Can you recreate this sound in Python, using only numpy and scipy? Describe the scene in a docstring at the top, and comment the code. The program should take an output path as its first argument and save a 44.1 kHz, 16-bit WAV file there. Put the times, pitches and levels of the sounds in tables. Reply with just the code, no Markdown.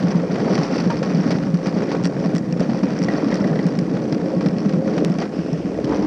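"""A luge cart coasts fast down a concrete track, heard by a microphone worn by the rider.
From the start, grit and bumps excite the shell, seat and panels; hard wheels grind, knock and scrape through
the frame, sand cracks, joints tap and loose fittings rattle, all as impacts filtered by resonant parts.
Ticks join early; from 2 s a metal part chatters, and from 3 to 3.6 s the steering column raps. After 5.1 s the
concrete is smooth: creaks, a thin whine and a late groan of resonant noise stand out as the air's noise grows."""
import sys
import numpy as np
from scipy import signal
from scipy.fft import rfft, irfft
from scipy.io import wavfile
from scipy.ndimage import uniform_filter1d, minimum_filter1d

SR = 44100
rng = np.random.default_rng(int(sys.argv[2]) if len(sys.argv) > 2 else 0)


def master_out(mix):
    """Clip the mix to full scale and print it as 16-bit PCM to the path in sys.argv[1]."""
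    frames = np.transpose(np.atleast_2d(mix))
    ceiling = np.clip(frames, -1, 1)
    pcm = np.round(ceiling * 32767).astype(np.int16)
    wavfile.write(sys.argv[1], SR, pcm)


N = 267246

# bumps that thump the shell: (time [s], level [dB], pitch [Hz])
BUMPS = [(.037, -13.5, 179), (.099, -24, 204), (0.15, -13, 170), (.221, -18.5, 188), (0.295, -22, 180),
         (.411, -16, 204), (.462, -20, 185), (0.501, -14, 188), (0.582, -14.5, 159), (.697, -18.5, 182),
         (.789, -21, 167), (0.87, -17, 172), (0.98, -20, 190), (1.07, -19.5, 185), (1.142, -14.5, 166.6),
         (1.187, -16, 180), (1.259, -18, 216), (1.318, -18, 183), (1.389, -24, 189), (1.465, -19, 190),
         (1.535, -11.5, 174), (1.666, -18, 182), (1.762, -14.5, 190), (1.81, -19, 204), (1.957, -22, 208),
         (2.04, -16, 177), (2.185, -18, 192), (2.255, -15.5, 178), (2.343, -14, 174.5),
         (2.523, -18.5, 171.4), (2.596, -15, 176), (2.687, -15, 223), (2.74, -19, 182), (2.792, -26, 188),
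         (2.826, -15, 194), (2.922, -22, 202), (3.011, -13.5, 179), (3.114, -23, 194), (3.326, -16.5, 178),
         (3.442, -16.5, 178), (3.505, -19, 163), (3.588, -18, 198), (3.653, -13, 177.5), (3.78, -14, 186),
         (3.935, -18.5, 191), (4.157, -20, 213), (4.24, -17, 171), (4.362, -15.5, 175), (4.455, -14.5, 186),
         (4.523, -19, 178), (4.565, -17, 207), (4.656, -14.5, 197), (4.732, -17.5, 183),
         (4.769, -15.5, 165), (4.873, -22.5, 195), (4.905, -19, 203), (5.055, -19.5, 192),
         (5.097, -16.5, 182), (5.18, -19, 194), (5.223, -27, 190), (5.388, -23, 167), (5.522, -17, 161),
         (5.647, -20.5, 191), (5.987, -16.5, 203)]
# broad colour of the plastic panels: (frequency [Hz], gain [dB])
PANEL_COLOUR = [(150, -38), (280, 8.5), (380, -1), (550, -3), (700, -10), (900, -22.5), (1400, -34.5),
                (4000, -83), (12000, -100)]


def undb(db):
    """Amplitude gain is 10 to the power of decibels over 20."""
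    return 10 ** (np.asarray(db) / 20)


def unit(x):
    """Normalization: scale to a root mean square of 1."""
    return x / np.sqrt(np.mean(x ** 2))


def power(x, size):
    """Short-time power: running mean square over size samples."""
    return np.maximum(uniform_filter1d(x ** 2, size), 1e-14)


def even(x, size):
    """Envelope normalization: hold the running rms near 1, keeping the finer grain."""
    return x / np.sqrt(uniform_filter1d(power(x, size), size))


def walk(length_s):
    """Low-pass noise: smooth random wandering with a spread of 1, averaged twice over length_s."""
    size = max(int(length_s * SR), 1)
    once = uniform_filter1d(rng.standard_normal(N), size, mode="wrap")
    return unit(uniform_filter1d(once, size, mode="wrap"))


def curves(table):
    """Linear interpolation: the columns of a table, joined by straight lines in time."""
    s, *columns = np.transpose(table)
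    return [np.interp(np.arange(N) / SR, s, c) for c in columns]


def response(colour, modes=(), size=8192):
    """Minimum-phase impulse response of a part with a broad colour and a few resonances."""
    f = np.maximum(np.fft.rfftfreq(size, 1 / SR), 1)
    hz, db = np.transpose(colour)
    db = np.interp(np.log(f), np.log(hz), db)
    for centre, width, lift in modes:
        db = db + lift / (1 + (2 * (f - centre) / width) ** 2)
    # folding the cepstrum onto positive time makes the response causal
    cepstrum = irfft(np.log(undb(db)))
    cepstrum[1:size // 2] *= 2
    cepstrum[size // 2 + 1:] = 0
    return irfft(np.exp(rfft(cepstrum)))[:size // 2]


def ring(x, part):
    """Linear response: a force convolved with a part's impulse response."""
    return signal.fftconvolve(x, part)[:len(x)]


def add(out, s, x):
    """Superposition: mix x into out from time s."""
    i = max(int(s * SR), 0)
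    out[i:i + len(x)] += x[:max(N - i, 0)]


def impacts(per_s, spread_db):
    """Random point process: impulses of scattered size."""
    sizes = undb(spread_db * np.clip(rng.standard_normal(N), -2, 2))
    return (rng.random(N) < per_s / SR) * sizes


def scuff(decay_s, size=2048):
    """Contact envelope: grip builds to a peak at decay_s, then dies away."""
    age = np.arange(size) / (decay_s * SR)
    return age * np.exp(-age)


def blows(table, part, decay_s, size):
    """Rough contact: each blow is a noise burst ringing the part, its level the peak rms over size samples."""
    out, fade = np.zeros(N), scuff(decay_s)
    for (s, db), grit in zip(table, rng.standard_normal((len(table), len(fade)))):
        hit = signal.fftconvolve(grit * fade, part)
        add(out, s, hit * undb(db) / np.sqrt(power(np.pad(hit, size), size).max()))
    return out


def jolts(table, part, size):
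    """Impulse excitation: each jolt is one clean push, its level the peak rms over size samples."""
    out = np.zeros(N)
    hit = part / np.sqrt(power(np.pad(part, size), size).max())
    for s, db in table:
        add(out, s, hit * undb(db))
    return out


def booms(table, colour, width_hz, lift_db, size):
    """Load-dependent resonance: each push rings the plastic at a pitch set by how it is loaded."""
    return sum(jolts([(s, db)], response(colour, [(hz, width_hz, lift_db)]), size) for s, db, hz in table)


def shaking(per_s, spread_db, decay_s, smooth, grit_per_s):
    """Clustered collisions: separate grit hits, bunched into loose contacts over a smooth rolling share."""
    energy = np.maximum(ring(impacts(per_s, spread_db) ** 2, scuff(decay_s) ** 2), 0)
    strength = np.sqrt(energy / energy.mean() + smooth ** 2)
    return strength * impacts(grit_per_s, 1.4) * np.sign(rng.standard_normal(N))


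def aftershake(table):
    """Transient vibration: a quick swell and a fade after each blow, 1 at its strongest."""
    push, fade = np.zeros(N), scuff(decay_s=0.0078, size=8192)
    for s, db in table:
        add(push, s, fade * undb(db))
    return push / push.max()


def shell(boom_db, growl_db):
    """Structural resonance: concrete grain booms in the hollow shell and growls in its panels; bumps thump it."""
    # broad colour of the shell: (frequency [Hz], gain [dB])
    shell_colour = [(20, -44.5), (45, -28.5), (90, -28), (130, -2.5), (170, 6), (240, 2.5), (300, -8.5),
                    (370, -25), (600, -23), (2000, -71.5), (9000, -115)]
    # resonances of the shell: (frequency [Hz], width [Hz], lift above the colour [dB])
    shell_modes = [(181, 160, 0), (302.2, 12, 4.5)]
    # resonances of the panels: (frequency [Hz], width [Hz], lift above the colour [dB])
    panel_modes = [(421, 61, 5.8), (530, 110, 1.4), (685, 61, 2.2)]
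    # thuds of the plastic panels: (time [s], level [dB], pitch [Hz])
    thud_times = [(.235, -19.5, 514), (.428, -26, 458), (.769, -17, 484), (1.019, -17, 515),
                  (1.829, -19.5, 503), (1.945, -16.5, 466), (2.096, -21, 505), (2.149, -28, 554),
                  (2.562, -21.5, 540), (2.611, -12, 560), (2.693, -27, 657), (2.860, -20, 530),
                  (4.168, -23, 503), (4.336, -17.5, 545), (4.457, -23, 544), (5.022, -16.5, 493),
                  (5.788, -17, 540), (5.920, -18, 401)]
    grain = impacts(3000, 0.81) * rng.standard_normal(N)
    boom = even(ring(grain, response(shell_colour, shell_modes)), size=800)
    contacts = shaking(per_s=190, spread_db=4.5, decay_s=0.0015, smooth=1.0, grit_per_s=2000)
    growl = even(ring(contacts, response(PANEL_COLOUR, panel_modes)), size=1000)
    thumps = booms(BUMPS, shell_colour, width_hz=42, lift_db=15, size=600)
    thuds = booms(thud_times, PANEL_COLOUR, width_hz=260, lift_db=14.5, size=260)
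    return boom * undb(boom_db) + growl * undb(growl_db) + thumps + thuds


def seat():
    """Impulsive excitation of a plate mode: hard shoves make the seat pan boom."""
    # shoves into the seat pan: (time [s], level [dB])
    shoves = [(.025, -22.5), (.204, -31), (1.102, -21), (1.313, -24), (2.06, -18.5), (2.334, -18),
              (2.837, -18.5), (2.996, -19), (3.135, -18), (3.23, -17.5), (3.637, -21.5), (3.911, -20.5),
              (4.44, -20), (4.876, -25.5)]
    # resonance of the seat pan: (frequency [Hz], width [Hz], lift above the panel colour [dB])
    seat_modes = [(265, 78, 13.5)]
    return jolts(shoves, response(PANEL_COLOUR, seat_modes), size=700)


def drone():
    """Narrow-band resonance: rolling keeps panel modes singing; their notes wander as the plastic flexes."""
    # singing panel modes, low then high: (frequency [Hz], width [Hz])
    drone_modes = [(310, 16), (520, 38)]
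    # their levels: (time [s], low note level [dB], high note level [dB])
    drone_levels = [(0, -42, -35.5), (2.45, -34.5, -37.5), (3.15, -39.5, -33.5), (4.0, -28.5, -39.5),
                    (4.35, -30, -33.5), (4.55, -33, -39.5), (4.82, -30.5, -28), (5.04, -25, -30),
                    (5.13, -45.5, -47), (6.06, -25, -44)]
    flex_share, flex_s = .035, .06  # spread of the pitch and averaging time of its wander
    out = 0
    for (hz, width), db in zip(drone_modes, curves(drone_levels)):
        swing = walk(1 / width) + 1j * walk(1 / width)
        phase = 2 * np.pi * np.cumsum(hz * (1 + flex_share * walk(flex_s))) / SR
        note = np.real(swing * np.exp(1j * phase))
        out = out + even(note, size=3000) * undb(db)
    return out


def wheels(grind_db, knocks):
    """Rolling contact: hard wheels grind over grit, knock through the frame and scrape on coarse spots."""
    # broad colour of the frame: (frequency [Hz], gain [dB])
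    frame_colour = [(250, -11), (600, 5.5), (850, 0.5), (1800, -6), (2500, -14), (3300, -15), (4500, -21.5),
                    (6500, -24.5), (9000, -44.5), (14000, -74.5)]
    # resonances of the frame: (frequency [Hz], width [Hz], lift above the colour [dB])
    frame_modes = [(767, 170, 4), (990, 12, -1.5), (1043, 59, -8.5), (1103, 29, 9.5), (1350, 120, 1),
                   (1917, 59, 5), (2060, 100, 0.5), (2460, 140, 5.5)]
    # longer scrapes of the wheels: (time [s], level [dB])
    scrapes = [(.793, -32), (.897, -27), (1.314, -30), (4.975, -34), (5.215, -28)]
    frame = response(frame_colour, frame_modes)
    contacts = shaking(per_s=190, spread_db=8.5, decay_s=0.0022, smooth=1.0, grit_per_s=3500)
    grind = even(ring(contacts, frame), size=1300)
    knocking = blows(knocks, frame, decay_s=.0035, size=200)
    scraping = blows(scrapes, frame, decay_s=.008, size=500)
    return grind * undb(grind_db) + knocking + scraping


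def steering_column():
    """Tube resonance: brief rough contacts rap the hollow steering column."""
    # raps of the column: (time [s], level [dB])
    rap_times = [(3.083, -18.5), (3.098, -27.5), (3.179, -21), (3.227, -27), (3.321, -21), (3.438, -29),
                 (3.487, -36), (3.529, -25), (3.555, -21.5), (3.589, -23.5)]
    # broad colour of the column: (frequency [Hz], gain [dB])
    column_colour = [(250, -9.5), (520, 19), (900, -7.5), (1500, -10), (1750, 0.5), (1950, 2), (2300, -16),
                     (4000, -20), (12000, -55)]
    return blows(rap_times, response(column_colour), decay_s=.0025, size=200)


def crackle(rough_db):
    """Granular impact noise: loose sand cracks under the wheels in flurries, louder on coarse concrete."""
    # broad colour of cracking sand: (frequency [Hz], gain [dB])
    sand_colour = [(400, -4.5), (1100, 11), (2200, 1.5), (3400, -10), (5600, -3), (6800, -22),
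                   (10000, -34.5), (14000, -41)]
    sand_db, sand_slope = -46, 1.4  # level on usual concrete, dB gained per dB of roughness
    flurries = undb(3 * walk(length_s=.03))
    grains = impacts(per_s=170, spread_db=4) * np.sign(rng.standard_normal(N)) * flurries
    return even(ring(grains, response(sand_colour)), size=8000) * undb(sand_db + sand_slope * rough_db)


def fittings(rattle_db, clacks):
    """Intermittent contact: loose fittings rattle on separate notes over rolling hiss; jolts make them rebound."""
    # broad colour of the fittings: (frequency [Hz], gain [dB])
    fitting_colour = [(500, -9), (1500, 1), (2400, 2), (3600, -8.5), (4400, 1), (5000, 3.5), (5900, 0),
                      (6700, -26), (8200, -22), (10500, -32.5), (14000, -55)]
    # one resonance for each fitting: (frequency [Hz], width [Hz], lift above the colour [dB])
    fitting_modes = [(4515, 120, 12.5), (4700, 81, 11.5), (5430, 250, 13), (5760, 85, 10.5),
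                     (5960, 120, 17.5)]
    rebound_s, scatter_s, rebound_db = 0.021, 0.0038, -5  # delay, its spread, level relative to first clack
    part = response(fitting_colour)
    rattle = 0
    for mode in fitting_modes:
        force = shaking(per_s=55, spread_db=4, decay_s=.0014, smooth=.3, grit_per_s=6000)
        rattle = rattle + ring(force, response(fitting_colour, [mode]))
    hiss = unit(ring(rng.standard_normal(N), part))
    loose = np.clip((rattle_db + 64.5) / 9, .2, .9)  # share of the power that is rattle
    bed = np.sqrt(loose) * even(rattle, size=1800) + np.sqrt(1 - loose) * hiss
    rebounds = [(s + rebound_s + scatter_s * rng.standard_normal(), db + rebound_db) for s, db in clacks]
    return bed * undb(rattle_db) + blows(clacks + rebounds, part, decay_s=.0012, size=45)


def clatter(patch_db):
    """Random impact excitation: loose frame joints tap, each on its own note, and clank on hard jolts."""
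    # level of the tapping: (time [s], level [dB])
    tap_levels = [(0, -46), (.3, -43.5), (.6, -40.5), (1.1, -44.5), (1.5, -47.5), (1.85, -42.5),
                  (2.3, -44.5), (2.45, -51), (2.75, -46), (3.3, -38), (3.58, -44), (3.8, -49), (5.0, -47),
                  (5.4, -47.5), (6.06, -52)]
    # broad colour of the joints: (frequency [Hz], gain [dB])
    joint_colour = [(300, -25.5), (800, 11), (2400, 0.5), (3400, -24), (5000, -13.5), (12000, -57)]
    # notes of the tapping joints: (frequency [Hz], width [Hz], lift above the colour [dB])
    joint_modes = [(954, 430, 17), (1123, 91, 13.6), (1425, 260, 15.3), (1660, 480, 14), (1906, 330, 18.7),
                   (2360, 390, 16.3)]
    # hard clanks: (time [s], level [dB])
    clank_times = [(.145, -33), (.48, -28), (.901, -24), (.909, -28.5), (2.833, -28.5)]
    # notes of the clanks: (frequency [Hz], width [Hz], lift above the colour [dB])
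    clank_modes = [(925, 39, 14), (1210, 70, 6.1), (1286, 84, 5.5)]
    taps = 0
    for mode in joint_modes:
        force = shaking(per_s=38, spread_db=4, decay_s=.0008, smooth=.05, grit_per_s=6000)
        taps = taps + ring(force, response(joint_colour, [mode]))
    clanks = blows(clank_times, response(joint_colour, clank_modes), decay_s=.002, size=300)
    return even(taps, size=4000) * undb(curves(tap_levels)[0] + patch_db) + clanks


def chatter():
    """Position-dependent modes: a loose metal part lands differently each strike, shifting its resonances."""
    # strikes of the metal part: (time [s], level [dB])
    strikes = [(2.037, -30.5), (2.045, -26), (2.054, -24), (2.062, -27), (2.071, -29), (2.3592, -30),
               (2.3658, -29), (2.3813, -29), (2.5248, -30), (2.596, -36), (2.605, -29.5), (2.832, -34),
               (2.989, -28.5), (3.019, -33), (3.028, -30), (3.0369, -26), (3.045, -29), (3.342, -24.5),
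               (3.355, -27.5), (3.6657, -33.5), (3.789, -27.5), (5.53, -34.5)]
    # broad colour of the metal: (frequency [Hz], gain [dB])
    metal_colour = [(400, 1.5), (1300, 4.5), (2200, 2.5), (2800, -1), (4200, -5.5), (5500, 5), (6500, -9.5),
                    (7900, -9), (9000, -25), (10400, -21.5), (11500, -42), (14000, -53)]
    # central resonances of the metal: (frequency [Hz], width [Hz], lift above the colour [dB])
    metal_modes = [(1890, 75, 13), (4620, 130, 6.1), (5590, 570, 7)]
    scatter_share = 0.017  # spread of each note from strike to strike
    out = np.zeros(N)
    for strike, chance in zip(strikes, rng.standard_normal((len(strikes), len(metal_modes)))):
        modes = [(hz * (1 + scatter_share * c), width, lift)
                 for (hz, width, lift), c in zip(metal_modes, chance)]
        out += blows([strike], response(metal_colour, modes), decay_s=.0008, size=70)
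    return out


def ticking():
    """Impulse response: each sharp dry tick is one clean push through a broad colour."""
    # ticks: (time [s], level [dB])
    tick_times = [(.157, -37), (.592, -37), (1.307, -31), (1.543, -34), (1.671, -31), (2.352, -27),
                  (2.607, -44), (3.667, -30), (3.79, -27), (5.0484, -19.5), (5.0997, -35)]
    # their broad colour: (frequency [Hz], gain [dB])
    tick_colour = [(300, 0), (2000, 0), (6000, -6), (9000, -16), (14000, -35)]
    return jolts(tick_times, response(tick_colour), size=45)


def creaking():
    """Brief friction: short noise bursts through a broad colour make dry creaks."""
    # creaks: (time [s], level [dB])
    creak_times = [(5.139, -36.5), (5.843, -31), (5.853, -36), (5.892, -39), (5.945, -35), (5.968, -37)]
    # their broad colour: (frequency [Hz], gain [dB])
    creak_colour = [(800, -6), (1900, -2), (2600, -9), (3300, 0), (3900, -9), (4800, -4), (5900, -2),
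                    (7000, -22), (14000, -46)]
    return blows(creak_times, response(creak_colour), decay_s=0.0015, size=45)


def rubbing(swell, colour, modes, waver_db):
    """Friction-driven resonance: noise sings in a mode as it swells and fades, wavering with the grip."""
    db, = curves(swell)
    grip = walk(length_s=0.0073)
    sounding = np.arange(N) / SR > swell[0][0]
    tone = even(ring(rng.standard_normal(N), response(colour, modes)), size=1200)
    return tone * undb(db + waver_db * grip) * sounding


def groan():
    """Friction-driven low resonance: a rough groan as the cart nears the bend."""
    # level before the waver: (time [s], level [dB])
    groan_swell = [(5.8, -57), (5.875, -27.5), (5.93, -18.5), (5.975, -29), (6.06, -26)]
    # broad colour: (frequency [Hz], gain [dB])
    groan_colour = [(100, -35), (260, -4), (400, -3), (700, -11), (950, -7), (1300, -17), (3000, -36),
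                    (12000, -75)]
    # resonance: (frequency [Hz], width [Hz], lift above the colour [dB])
    groan_modes = [(302, 120, 12.6)]
    return rubbing(groan_swell, groan_colour, groan_modes, waver_db=1.5)


def whine():
    """Friction-driven high resonance: a faint thin whine on the smooth stretch."""
    # level before the waver: (time [s], level [dB])
    whine_swell = [(5.29, -77), (5.34, -49), (5.62, -50.5), (5.9, -64)]
    # broad colour: (frequency [Hz], gain [dB])
    whine_colour = [(1500, -16), (2700, 4.5), (4000, -12), (5200, -5), (6000, -6), (6600, -19),
                    (12000, -46)]
    # resonance: (frequency [Hz], width [Hz], lift above the colour [dB])
    whine_modes = [(5120, 360, 9)]
    return rubbing(whine_swell, whine_colour, whine_modes, waver_db=-1.0)


def wind():
    """Turbulent flow noise: air buffets the microphone, more towards the bend, and rushes faintly and steadily."""
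    # colour of the buffeting: (frequency [Hz], gain [dB])
    buffet_colour = [(15, -18.5), (32, -19.5), (48, 0.5), (75, 1.5), (110, 1.5), (300, -41.5), (4000, -100)]
    # colour of the steady rush: (frequency [Hz], gain [dB])
    rush_colour = [(1000, -15.5), (6000, 4), (8500, -2), (11000, -14.5), (14000, -20.5)]
    buffet_db, rush_db = -49, -61  # the buffeting's level before it rises
    rise_from_s, rise_db_per_s = 5.23, 14
    rise_db = rise_db_per_s * np.maximum(np.arange(N) / SR - rise_from_s, 0)
    buffeting = even(ring(rng.standard_normal(N), response(buffet_colour)), size=6000)
    rush = unit(ring(rng.standard_normal(N), response(rush_colour)))
    return buffeting * undb(buffet_db + rise_db) + rush * undb(rush_db)


def scene():
    """Common excitation: the same roughness and jolts drive many parts, whose sounds superpose."""
    # jolts of the wheels: (time [s], knock through the frame [dB], clack of the fittings [dB])
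    wheel_jolts = [(.104, -43, -39), (0.32, -39, -34), (0.355, -27.5, -50), (0.445, -28.5, -52),
                   (.547, -48, -32), (.577, -23.5, -31.5), (0.632, -42, -38), (0.741, -40, -32),
                   (.780, -35, -27.5), (.800, -43, -31), (.903, -37, -30.5), (0.969, -40, -31.5),
                   (1.028, -26, -31), (1.147, -40, -30.5), (1.306, -28, -28), (1.542, -38, -32.5),
                   (1.657, -25.5, -34.5), (1.669, -32, -31), (1.818, -27.5, -46), (1.915, -27, -32),
                   (1.948, -25.5, -41), (2.051, -37, -33), (2.199, -39, -38), (2.358, -32, -37),
                   (2.609, -26, -47), (2.695, -28.5, -36), (2.787, -37, -50), (2.835, -34.5, -32),
                   (3.341, -34, -37), (3.787, -45, -38), (3.966, -31, -48), (4.095, -42, -40),
                   (4.124, -28, -28), (4.408, -29.5, -33), (4.46, -30, -30), (4.485, -42, -40),
                   (4.583, -38, -31.5), (4.693, -33, -33.5), (4.734, -31, -40), (4.896, -41, -41),
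                   (4.978, -24.5, -31.5), (5.185, -29, -30), (5.201, -34, -32)]
    # roughness of the concrete: (time [s], level above the usual [dB])
    roughness = [(0, 4), (0.25, -1), (0.52, 4.5), (1.0, 1.5), (1.33, 3), (1.46, -1), (1.85, 2.5),
                 (2.0, -0.5), (2.34, 0), (2.44, -3), (2.68, 0.0), (3.3, 2.5), (3.45, 0), (3.62, 1.5),
                 (3.88, -1), (4.62, -1.5), (4.98, 0), (5.3, -2), (5.78, -2.5), (6.04, 1.5)]
    # growl in the panels before patches and shaking: (time [s], level [dB])
    growl_levels = [(0.0, -28.5), (.35, -25.5), (0.5, -21), (.66, -27), (.77, -25), (1.05, -27),
                    (1.3, -24.5), (1.48, -31.5), (1.66, -26.5), (1.94, -23), (2.02, -27), (2.33, -26),
                    (2.45, -33), (2.56, -29.5), (3.08, -27), (3.3, -24.5), (3.6, -25.5), (3.85, -27),
                    (4.2, -25.5), (4.7, -27), (5.02, -23), (5.14, -29.5), (5.22, -26), (5.28, -31.5),
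                    (5.36, -27.5), (5.7, -25.5), (6.04, -25)]
    t = np.arange(N) / SR
    knocks = [(s, db) for s, db, _ in wheel_jolts]
    clacks = [(s, db) for s, _, db in wheel_jolts]
    bumped = aftershake([(s, db) for s, db, _ in BUMPS])
    # small patches of coarser and finer concrete pass at random
    patch_db = 1.0 * walk(length_s=0.04)
    rough_db = curves(roughness)[0] + patch_db
    # the cart rolls onto a smooth stretch, where the shell calms down
    smooth_from_s, smooth_fade_s, smooth_boom_db = 5.11, 0.022, -3
    smooth = np.clip((t - smooth_from_s) / smooth_fade_s, 0, 1)
    # the boom also comes in random lumps
    lump_db = 3.5 * walk(length_s=0.014)
    # base level on usual concrete plus dB gained per dB of roughness, then the lumps and the drop on the smooth
    # stretch
    boom_db = -24.8 + 0.36 * rough_db + lump_db + smooth_boom_db * smooth
    growl_db = curves(growl_levels)[0] + patch_db + 4 * bumped
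    grind_db = -38 + 1.5 * rough_db + 5.5 * aftershake(knocks)
    rattle_db = -49 + 2.03 * rough_db + 9.5 * aftershake(clacks)
    plastic = shell(boom_db, growl_db) + seat() + drone()
    rolling = wheels(grind_db, knocks) + steering_column() + crackle(rough_db)
    loose_parts = fittings(rattle_db, clacks) + clatter(patch_db) + chatter() + ticking() + creaking()
    friction = groan() + whine()
    return (plastic + rolling + loose_parts + friction + wind())[None]


def limiter(x, ceiling_db, size=260):
    """Gain reduction: turn down for a few milliseconds round each peak above the ceiling."""
    gain = np.minimum(1, undb(ceiling_db) / (np.abs(x) + 1e-9))
    return x * uniform_filter1d(minimum_filter1d(gain, size), size)


def record(dry):
    """Peak limiting and band limiting: the peaks are held down and the top is cut."""
    top_hz = 14400
    low_pass = signal.ellip(8, .2, 70, top_hz, fs=SR, output="sos")  # .2 dB ripple, 70 dB stopband
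    return signal.sosfilt(low_pass, limiter(dry, ceiling_db=-7))


dry = scene()
out = record(dry)
master_out(out)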